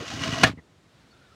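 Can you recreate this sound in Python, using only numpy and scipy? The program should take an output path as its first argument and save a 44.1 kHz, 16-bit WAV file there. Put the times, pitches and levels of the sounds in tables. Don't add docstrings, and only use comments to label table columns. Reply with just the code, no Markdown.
import sys
import numpy as np
from scipy import signal
from scipy.fft import rfft, irfft
from scipy.io import wavfile

SR = 44100
rng = np.random.default_rng(int(sys.argv[2]) if len(sys.argv) > 2 else 0)


def put_to_file(sound):
    columns = np.atleast_2d(sound).T
    safe = np.clip(columns, -1, 1)
    whole_steps = np.round(safe * 32767)
    wavfile.write(sys.argv[1], SR, whole_steps.astype(np.int16))


N = 59535
T = np.arange(N) / SR

# frequency in Hz, relative strength in dB.
AIR_COLOUR = [(15, -38.5), (25, -25.5), (59, -2.5), (156, -2.5), (193, -7), (289, -9), (523, -13.5),
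              (666, -14.5), (1710, -23.5), (7700, -31.5), (15500, -52)]
CLOTHES_COLOUR = [(200, 3.5), (800, -5), (1500, -1), (2400, -5.5), (4000, -5.5), (7000, -17),
                  (14000, -31.5)]
SCUFF_COLOUR = [(200, -2), (450, -2), (700, -4), (1020, -4), (1400, -9), (4000, -23.5), (12000, -54)]
WALL_COLOUR = [(25, -19), (55, -19), (110, 0), (195, -6), (255, -3.5), (350, -9), (520, -20), (1200, -53)]
HISS_COLOUR = [(200, -14), (500, -6), (900, -7), (1300, 1), (2200, -1), (3500, -2), (6300, -4), (7600, -15),
               (9300, -21.5), (10300, -28), (13000, -33.5), (15500, -54)]
SHIVER_COLOUR = [(100, 11.5), (400, 0.5), (800, 0.5), (1800, -0.5), (3600, -3.5), (6500, -15.5),
                 (9500, -24.5), (16000, -40.5)]
CRACK_COLOUR = [(60, -17), (150, -6.5), (250, -2.5), (450, -6), (900, -10.5), (1600, 0.5), (3000, -5.5),
                (4500, -11.5), (6500, -17.5), (7400, -24.5), (8200, -17.5), (12000, -33.5), (16000, -44.5)]

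# time in seconds, level in dB.
CLOTHES_LEVELS = [(.6, -69.5), (.85, -67), (.98, -62), (1.14, -62.5), (1.35, -62)]
RUMBLE_LEVELS = [(0, -33.5), (.025, -46.5), (.052, -52), (.125, -40.5), (.145, -35), (.18, -39),
                 (.24, -34.5), (.32, -37), (.39, -39), (.43, -29)]
RUB_LEVELS = [(0, -38.5), (.05, -38.5), (.1, -36), (.18, -38), (.245, -32), (.305, -35), (.34, -30.5),
              (.37, -35.5), (.43, -31)]

# start in seconds, length in seconds, pitch in Hz, level in dB.
FAINT_CHIRPS = [(1.105, .024, 4400, -63), (1.123, 0.055, 1393, -58), (1.132, 0.024, 3570, -67),
                (1.16, 0.076, 1410, -62.5), (1.225, 0.055, 1450, -65.5), (1.25, 0.033, 3710, -71.5),
                (1.302, .04, 1350, -58)]
SLIDER_GROANS = [(.11, 0.045, 783, -43), (.243, .05, 652, -41), (.3, 0.18, 674.4, -40)]

# start in seconds, relative strength in dB.
WALL_BUMPS = [(.138, -33.5), (.289, -24), (.327, -25.5), (.4385, -12.5), (.475, -23), (.495, -24),
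              (.505, -29), (.535, -34), (.543, -49), (.574, -37.5), (.587, -40)]
SLIDER_CATCHES = [(0.1927, -28.5), (0.2369, -16.5), (0.265, -30), (0.3184, -28), (0.335, -22.5)]
STOP_HITS = [(.4342, 3), (.4432, -9.5)]

# pitch in Hz, width in Hz, relative level in dB.
GRIP_BANDS = [(353, 63, -7.5), (480.5, 200, -8)]
RAIL_BANDS = [(658, 45, -1), (1062, 48, 1), (1274, 66, -3), (1556, 76, -3.5), (1940, 33, -1),
              (2500, 80, -4.5), (2890, 90, 1.5)]
# pitch in Hz, relative level in dB, seconds to fade by 60 dB.
WALL_NOTES = [(76, -6, .08), (117.6, -2, 0.11), (168, 0.5, 0.056), (239, -7, .06), (259, -8.5, 0.055),
              (333, -14, .05)]
# pitch in Hz, relative level in dB.
FRAME_NOTES = [(515, -9), (648, -8.5), (742, 1), (1046, -2.5), (1155, -3.5), (1378, 0), (1507, -5.5),
               (1690, 1.5), (1795, -0.5), (1900, -6.5), (2198, -14.5), (2495, 0.5), (2855, 2), (3475, -5.5),
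               (4186, -4), (6459, -12.5)]

STOP_S = 0.4289


def from_db(db):
    return 10 ** (np.asarray(db) / 20)


def rms_one(x):
    return x / np.sqrt(np.mean(x ** 2) + 1e-20)


def level(rows):
    return from_db(np.interp(T, *np.transpose(rows)))


def coloured(colour, source=None):
    hz, db = np.transpose(colour)
    source = rng.standard_normal(N) if source is None else source
    bins = np.maximum(np.arange(N // 2 + 1) * SR / N, 1)
    gain = from_db(np.interp(np.log(bins), np.log(hz), db))
    bass_fade = np.minimum(bins / hz[0], 1) ** 2
    return rms_one(irfft(rfft(source) * gain * bass_fade, N))


def low_pass(x, hz):
    return signal.sosfilt(signal.butter(2, hz, fs=SR, output="sos"), x + 1e-18)


def ring(x, hz, t60):
    decay, turn = from_db(-60 / (t60 * SR)), 2 * np.pi * hz / SR
    return signal.lfilter([0, np.sin(turn)], [1, -2 * decay * np.cos(turn), decay ** 2], x + 1e-18)


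def noise_band(hz, width_hz):
    decay = np.exp(-np.pi * width_hz / SR)
    feedback = [1, -2 * decay * np.cos(2 * np.pi * hz / SR), decay ** 2]
    return rms_one(signal.lfilter([1, 0, -1], feedback, rng.standard_normal(N)))


def clicks(rows):
    starts, db = np.transpose(rows)
    return np.bincount((starts * SR).astype(int), from_db(db), N)


def burst(start, hold, t60):
    rise = np.clip((T - start) / .002 + .5, 0, 1)
    return rise * from_db(-60 * np.maximum(T - start - hold, 0) / t60)


def swell(start, length):
    return np.sqrt(np.abs(np.sin(np.pi * np.clip((T - start) / length, 0, 1))))


def flutter(hz, db):
    return from_db(db * rms_one(low_pass(rng.standard_normal(N), hz)))


def wavering(hz, waver_hz):
    phase = 2 * np.pi * np.cumsum(hz * np.ones(N)) / SR
    a, b = low_pass(rng.standard_normal((2, N)), waver_hz)
    return rms_one(a * np.cos(phase) + b * np.sin(phase))


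def tones(rows, waver_hz):
    return sum(from_db(db) * swell(start, length) * wavering(hz, waver_hz)
               for start, length, hz, db in rows)


def air():
    return from_db(-60) * coloured(AIR_COLOUR)


def cabin_echo(x, dull_hz=2460):
    echoes = low_pass(rng.standard_normal(N), dull_hz) * burst(start=.005, hold=0, t60=.041)
    echoes /= np.sqrt(np.sum(echoes ** 2) * SR / (2 * dull_hz))
    return x + from_db(-12.5) * signal.fftconvolve(x, echoes)[:N]


def chirps():
    return tones(FAINT_CHIRPS, waver_hz=65)


def clothes():
    return level(CLOTHES_LEVELS) * coloured(CLOTHES_COLOUR)


def creak(start=.572, length=.029, pitch_hz=2038, fall_hz_per_s=4100):
    age = np.clip(T - start, 0, length)
    squeak = wavering(pitch_hz - fall_hz_per_s * age, waver_hz=130)
    body = from_db(-2) * coloured(SCUFF_COLOUR)
    return from_db(-54) * swell(start, length) * (squeak + body)


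def settle():
    return from_db(-48) * swell(start=.45, length=.025) * coloured(SCUFF_COLOUR)


def grip():
    hollow = sum(from_db(db) * wavering(hz, width / 2) for hz, width, db in GRIP_BANDS)
    return from_db(-32) * swell(start=.00082, length=.05) * hollow


def groans():
    return tones(SLIDER_GROANS, waver_hz=32)


def bumps(low_cut_hz=110):
    push = low_pass(clicks(WALL_BUMPS), hz=477)
    push = signal.sosfilt(signal.butter(2, low_cut_hz, "high", fs=SR, output="sos"), push)
    return sum(from_db(db) * ring(push, hz, t60) for hz, db, t60 in WALL_NOTES)


def ticks(t60=.026):
    taps = low_pass(clicks(SLIDER_CATCHES), hz=5000)
    spray = sum(from_db(db - 11.5) * burst(start, 0, t60) for start, db in SLIDER_CATCHES)
    return ring(taps, hz=2920, t60=t60) + spray * coloured(HISS_COLOUR)


def rail_hiss(slips_per_s=1700, runs_freely_s=.066):
    slips = (rng.random(N) < slips_per_s / SR) * rng.choice([-1, 1], N)
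    slip_db = np.minimum(rng.exponential(1, N), 4)
    grains = rms_one(slips * from_db(slip_db))
    hiss = coloured(HISS_COLOUR, rng.standard_normal(N) + from_db(.5) * grains)
    dull_share = .22 * (T < runs_freely_s)
    return (1 - dull_share) * hiss + dull_share * low_pass(hiss, hz=3780)


def slide(rise_db_per_s=10.5):
    hiss = from_db(-2) * rail_hiss()
    singing = rms_one(sum(from_db(db) * noise_band(hz, width) for hz, width, db in RAIL_BANDS))
    singing *= from_db(-2 + rise_db_per_s * np.minimum(T - STOP_S, 0))
    rub = level(RUB_LEVELS) * flutter(hz=70, db=1.29) * (hiss + singing)
    rumble = level(RUMBLE_LEVELS) * coloured(WALL_COLOUR)
    return (rub + rumble) * burst(start=0, hold=STOP_S, t60=.02)


def end_stop():
    crack = sum(from_db(db - 13) * burst(start, hold=.0069, t60=.021) * coloured(CRACK_COLOUR)
                for start, db in STOP_HITS)
    hits = clicks(STOP_HITS)
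    frame = np.zeros(N)
    for k, (hz, db) in enumerate(FRAME_NOTES):
        t60 = .091 * (hz / 1000) ** -.26
        direction = (-1) ** k
        frame += direction * from_db(db - 15.5) * ring(hits, hz, t60)
    shaking = burst(STOP_S, hold=.045, t60=.12) * flutter(hz=150, db=1.5)
    shiver = from_db(-25) * shaking * coloured(SHIVER_COLOUR)
    coming_to_rest = burst(start=0, hold=.533, t60=.043)
    return crack + (frame + shiver) * coming_to_rest


def scene():
    blind = grip() + slide() + groans() + ticks() + bumps() + end_stop() + settle() + creak()
    return (cabin_echo(blind) + clothes() + chirps() + air())[None]


def record(dry, low_cut_hz=45, high_cut_hz=15800):
    trimmed = signal.sosfilt(signal.butter(3, low_cut_hz, "high", fs=SR, output="sos"), dry)
    rounded = np.tanh(trimmed)
    return signal.sosfilt(signal.ellip(10, .1, 80, high_cut_hz, fs=SR, output="sos"), rounded)


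dry = scene()
out = record(dry)
put_to_file(out)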